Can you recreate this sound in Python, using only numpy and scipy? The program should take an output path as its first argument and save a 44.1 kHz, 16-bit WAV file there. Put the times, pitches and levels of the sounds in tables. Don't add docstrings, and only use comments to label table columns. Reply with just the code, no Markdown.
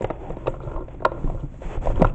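import sys
import numpy as np
from scipy import signal
from scipy.fft import rfft, irfft, next_fast_len
from scipy.io import wavfile
from scipy.ndimage import uniform_filter1d

SR = 44100
rng = np.random.default_rng(int(sys.argv[2]) if len(sys.argv) > 2 else 0)


def output_pcm(signal):
    pcm = np.clip(np.atleast_2d(signal).T, -1, 1) * 32767
    wavfile.write(sys.argv[1], SR, np.round(pcm).astype(np.int16))


N = 94374
TIME = np.arange(N) / SR

# start/s, length/s, rub/dB, creak/dB, rustle/dB, hiss/dB
SHOVES = [(0.005, 0.16, -42, -49, -57, -86), (0.195, .14, -38.5, -47, -56, -74),
          (0.372, .19, -57, -41.5, -58, -74.5), (0.619, 0.13, -45, -38.5, -59, -73),
          (0.744, 0.087, -59, -35.5, -67, -88), (0.894, 0.049, -47.5, -57.5, -59, -82),
          (1.126, 0.053, -48.5, -36.5, -60.5, -77), (1.18, 0.14, -47.5, -44.5, -60, -69.5),
          (1.318, 0.13, -51.5, -43.5, -67, -72), (1.505, 0.18, -74, -69, -66.5, -72.5),
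          (1.616, 0.13, -43.5, -48, -49.5, -63), (1.698, 0.063, -39.5, -41.5, -47.5, -65.5),
          (1.819, 0.098, -37.5, -38, -47.5, -60.5), (1.946, 0.14, -40.5, -35, -49.5, -65)]
# rub/dB, creak/dB, rustle/dB, hiss/dB
CREEP_LEVELS = (-56.5, -56.5, -65, -79.5)
# f/Hz, level/dB
RUB_SPECTRUM = [(230, -13), (320, 10), (520, 4), (700, 6), (950, 3.5), (1100, -25.5), (1500, -19)]
CREAK_SPECTRUM = [(230, -28), (330, 5.5), (450, -2.5), (580, 0.5), (800, -22), (1020, -5), (1190, -15.5),
                  (1400, -13), (1550, -30.5)]
RUSTLE_SPECTRUM = [(1100, 5.5), (1800, 1), (2500, 0), (3100, -7), (3500, -5.5), (3900, -48.5),
                   (5500, -30.5)]
HISS_SPECTRUM = [(3900, 3.5), (5100, -2), (6000, 4), (7000, 9.5), (7900, 8), (8500, -9.5)]
# f/Hz, level/dB, time to fade by 60 dB/s
SHELF_MODES = [(196, -11, .09), (335, -2, .11), (370, -4, .11), (455, -12, .05), (528, 1, .09),
               (622, -5, .075), (940, -1, .07), (1055, -12, .06), (1385, -9, .04), (1675, -14, .08),
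               (2040, -10, .08), (2450, -14, .05), (3480, -6, .07), (3740, -3, .02)]
# t/s, level/dB
GRIP_LEVELS = [(0.0, -41), (0.68, -39), (0.86, -42), (1.12, -38.5), (1.28, -34.5), (1.48, -43), (1.73, -41),
               (1.91, -29.5), (2.14, -35)]
# f/Hz, level/dB
SWAY_SPECTRUM = [(7.1, -29), (12, 2.5), (33, 9), (46, -20.5), (70, -18), (91, -3), (150, -120)]
HAND_RUB_SPECTRUM = [(35, -30.5), (60, 10), (75, -10.5), (129, 2), (226, -14.5), (280, -8.5), (360, -36.5),
                     (620, -120)]
# t/s, thud level/dB, thud f/Hz, rocking level/dB
CAMERA_JOLTS = [(0.008, -26.5, 207, -54), (0.034, -21, 121, -27.5), (0.297, -25.5, 158.5, -24),
                (0.474, -25, 122, -25), (0.663, -21.5, 129, -31), (0.75, -29, 111, -20.5),
                (0.818, -34.5, 73, -30.5), (1.24, -22.5, 124.5, -16), (1.282, -24.5, 129, -26),
                (1.34, -26, 104.2, -24), (1.43, -20.5, 137.4, -29.5), (1.436, -29.5, 291, -42),
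                (1.647, -28, 163.4, -21), (1.768, -21.5, 111, -16.5), (1.871, -25, 113, -14),
                (1.961, -20.5, 82, -16.5), (2.012, -10.5, 171.7, -15), (2.041, -14, 109, -14.5)]
# t/s, level/dB, f/Hz, then (added to level) clatter/dB, crack/dB, snap/dB
COVER_KNOCKS = [(0.0083, -20, 510, -13.5, -34, -67), (0.0209, -26.5, 390, -10, -15, -22.5),
                (0.0431, -17, 514, -6.5, -17.5, -49), (0.1008, -21, 651, -6, -17, -46),
                (0.1062, -21, 335, -15, -34, -48), (0.3023, -31, 504, 0.5, -18.5, -55),
                (0.3678, -26, 315, -9.5, -28, -58.5), (0.4594, -27.5, 473, -6.5, -38, -52.5),
                (0.47, -21.5, 1175, -5, -15, -61), (0.4783, -18, 525, -6.5, -27, -39.5),
                (0.5393, -36, 1320, 2, -23, -47), (0.6023, -38, 1320, -1.5, -28.5, -28),
                (0.673, -45, 1270, 9.5, -38.5, -43), (0.7148, -39, 1380, -2, -15, -39),
                (0.7606, -32.5, 1114, 0, -20, -60), (0.7783, -34, 980, -4, -38, -57),
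                (0.8053, -32.5, 315, -23, -45, -66.5), (0.8813, -38, 573, -6.5, -14.5, -43),
                (0.9438, -36.5, 385, -13.5, -24, -36), (1.0041, -34.5, 405, -9, -50, -60),
                (1.0215, -40.5, 1100, 10, -34, -48), (1.049, -9.5, 1380, -17.5, -18.5, -51.5),
                (1.0507, -7, 1022, -9.5, -36.5, -39.5), (1.0603, -17.5, 534, -9.5, -35, -63.5),
                (1.1173, -23.5, 553, -10.5, -27.5, -64), (1.2431, -25, 301, -17, -28.5, -48),
                (1.2742, -37, 1080, -2, -19, -40), (1.2988, -26.5, 682, -12, -28.5, -52),
                (1.3461, -34, 550, -21, -29, -41), (1.54, -42.5, 580, -22, -16.5, -33),
                (1.6187, -31, 570, -25.5, -25.5, -37), (1.771, -30, 483, -5, -40, -55),
                (1.8573, -23, 564, -15, -24.5, -26), (1.8698, -18, 680, -6, -30.5, -45),
                (1.9013, -28, 570, -2, -23.5, -43), (1.997, -16.5, 308, -14.5, -34, -45),
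                (2.0083, -20, 413, -4, -38, -47), (2.0178, -7.5, 258.5, -10.5, -26, -32.5),
                (2.0213, -10, 591, -13, -46, -52), (2.0453, -12.5, 1350, -7.5, -24, -56),
                (2.0498, -18, 977, -32, -47, -58)]
# f/Hz, level/dB
CLATTER_SPECTRUM = [(120, -36), (300, 0), (550, 8.5), (1000, 2), (1400, -12.5), (1800, -49.5)]
CRACK_SPECTRUM = [(1100, -17), (1700, 7), (2700, -2), (3700, -17.5), (4300, -35), (6000, -30)]
SNAP_SPECTRUM = [(3500, -20), (4800, 2.5), (6100, -6.5), (7300, 5.5), (8600, -3)]
# t/s, level/dB, f/Hz, rise time/s
PAGE_SCUFFS = [(0.021, -51.5, 7150, 0.0067), (0.071, -51.5, 6800, 0.001), (0.296, -56, 7000, 0.0013),
               (0.319, -59, 6960, 0.001), (0.465, -39.5, 2700, 0.0065), (0.483, -59.5, 7220, 0.011),
               (0.614, -49.5, 2500, 0.0026), (0.62, -59.5, 3530, .012), (0.934, -60, 6780, 0.0006),
               (0.997, -47.5, 1750, 0.0024), (1.05, -29, 3800, 0.00086), (1.395, -58.5, 3240, 0.0082),
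               (1.958, -41.5, 3160, 0.0013), (2.07, -35.5, 2700, 0.0014), (2.096, -38.5, 2620, 0.0013)]


def from_db(db):
    return 10 ** (np.asarray(db) / 20)


def rms_one(x):
    return x / np.sqrt(np.mean(x ** 2) + 1e-20)


def colour(x, spectrum):
    size = next_fast_len(2 * N)
    octave = np.log2(np.maximum(np.arange(size // 2 + 1) * SR / size, 1))
    hz, db = np.transpose(spectrum)
    octaves_outside = np.abs(octave - np.clip(octave, np.log2(hz[0]), np.log2(hz[-1])))
    gain = from_db(np.interp(octave, np.log2(hz), db) - np.minimum(40 * octaves_outside, 80))
    cepstrum = irfft(np.log(rms_one(gain)), size)
    cepstrum[1:size // 2] *= 2
    cepstrum[size // 2 + 1:] = 0
    return irfft(rfft(x, size) * np.exp(rfft(cepstrum)), size)[:N]


def even(x, window_s):
    power = uniform_filter1d(x ** 2, max(int(window_s * SR), 2))
    return x / np.sqrt(np.abs(power) + 1e-12)


def noise(spectrum):
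    return rms_one(colour(rng.standard_normal(N), spectrum))


def slips(per_s, spread_db):
    sizes = from_db(spread_db * np.minimum(rng.exponential(1, N), 4)) * rng.choice([-1, 1], N)
    return sizes * (rng.random(N) < per_s / SR)


def swell(age, peak_s):
    x = np.maximum(age, 0) / max(peak_s, 1e-4)
    return x * np.exp(1 - x)


def shove(start, length, attack_s=0.034, release_s=0.05, arch_db=0.5):
    age = TIME - start
    attack = np.clip(.5 + age / attack_s, 0, 1)
    release = np.clip(1 - (age - length) / release_s, 0, 1) ** 2
    from_middle = 2 * np.clip(age / length, 0, 1) - 1
    return attack * release * from_db(-arch_db * from_middle ** 2)


def sliding_book():
    power = sum(np.outer(from_db(levels), shove(start, length)) ** 2
                for start, length, *levels in SHOVES)
    rub_gain, creak_gain, rustle_gain, hiss_gain = np.sqrt(power + from_db(CREEP_LEVELS)[:, None] ** 2)
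    rub = even(noise(RUB_SPECTRUM), window_s=0.016)
    stutter = colour(slips(per_s=830, spread_db=5), CREAK_SPECTRUM)
    creak = even(stutter + from_db(-1) * shelf_ring(stutter), window_s=0.032)
    fibres = colour(slips(per_s=4400, spread_db=3), RUSTLE_SPECTRUM)
    rustle = even(fibres, window_s=0.1)
    hiss = noise(HISS_SPECTRUM)
    return rub_gain * rub + creak_gain * creak + rustle_gain * rustle + hiss_gain * hiss


def shelf_ring(force):
    out = np.zeros(N)
    for hz, db, fade_s in SHELF_MODES:
        decay = from_db(-60 / (fade_s * SR))
        feed = (1 - decay ** 2) / 2
        feedback = [1, -2 * decay * np.cos(2 * np.pi * hz / SR), decay ** 2]
        out += from_db(db) * signal.lfilter([feed, 0, -feed], feedback, force + 1e-18)
    return out


def room_echo(sound, fade_s, cutoff_hz):
    tail = rng.standard_normal(N // 4) * from_db(-60 * TIME[:N // 4] / fade_s)
    tail /= np.sqrt(np.sum(tail ** 2))
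    walls = signal.butter(2, cutoff_hz, fs=SR, output="sos")
    return signal.fftconvolve(sound, signal.sosfilt(walls, tail))[:N]


def hand_on_camera(rock_hz=28.6):
    grip = from_db(np.interp(TIME, *np.transpose(GRIP_LEVELS)))
    sway = from_db(1) * even(noise(SWAY_SPECTRUM), window_s=0.033)
    rub = from_db(2) * even(noise(HAND_RUB_SPECTRUM), window_s=0.025)
    out = grip * (sway + rub)
    for start, thud_db, thud_hz, rock_db in CAMERA_JOLTS:
        age = TIME - start
        out += from_db(thud_db - 2) * swell(age, peak_s=0.0082) * np.sin(2 * np.pi * thud_hz * age)
        out += from_db(rock_db) * swell(age, peak_s=0.017) * np.sin(2 * np.pi * rock_hz * age)
    return out


def cover_knocks(cardboard_cutoff_hz=1395, damping_db_per_db=0.15, usual_knock_db=-30.5):
    clatter = even(noise(CLATTER_SPECTRUM), window_s=0.0027)
    crack = even(noise(CRACK_SPECTRUM), window_s=0.00058)
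    snap = even(noise(SNAP_SPECTRUM), window_s=0.0021)
    cardboard = signal.butter(6, cardboard_cutoff_hz, fs=SR, output="sos")
    direct, into_shelf = np.zeros(N), np.zeros(N)
    for start, level_db, hz, clatter_db, crack_db, snap_db in COVER_KNOCKS:
        span = slice(int(start * SR), int(start * SR) + SR // 16)
        age = TIME[span] - start
        swing = swell(age, peak_s=0.0015) * np.sin(2 * np.pi * hz * age)
        blow = from_db(1.5) * signal.sosfilt(cardboard, swing)
        blow += from_db(clatter_db) * swell(age, peak_s=0.0028) * clatter[span]
        blow += from_db(crack_db + 1) * swell(age, peak_s=0.0024) * crack[span]
        blow += from_db(snap_db + 1) * swell(age, peak_s=0.00063) * snap[span]
        direct[span] += from_db(level_db) * blow
        thrust = from_db(-3) * swell(age, peak_s=0.0001)
        ring_db = 4 - damping_db_per_db * (level_db - usual_knock_db)
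        into_shelf[span] += from_db(level_db + ring_db) * (blow + thrust)
    return direct + shelf_ring(into_shelf)


def page_scuffs(width_octaves=0.25):
    out = np.zeros(N)
    fibres = slips(per_s=4000, spread_db=2)
    for start, level_db, hz, rise_s in PAGE_SCUFFS:
        edges_hz = hz * 2 ** (np.array([-.5, .5]) * width_octaves)
        band = signal.butter(2, edges_hz, "band", fs=SR, output="sos")
        rasp = rms_one(signal.sosfilt(band, fibres))
        out += from_db(level_db - 4) * swell(TIME - start, rise_s) * rasp
    return out


def scene():
    books = cover_knocks() + sliding_book() + page_scuffs()
    echo = from_db(-18.5) * room_echo(books, fade_s=0.46, cutoff_hz=3450)
    return (books + echo + hand_on_camera())[None]


def record(dry, ceiling=0.72, cutoff_hz=8600):
    treble_cut = signal.ellip(10, .3, 80, cutoff_hz, fs=SR, output="sos")
    return signal.sosfilt(treble_cut, np.clip(dry, -ceiling, ceiling))


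dry = scene()
out = record(dry)
output_pcm(out)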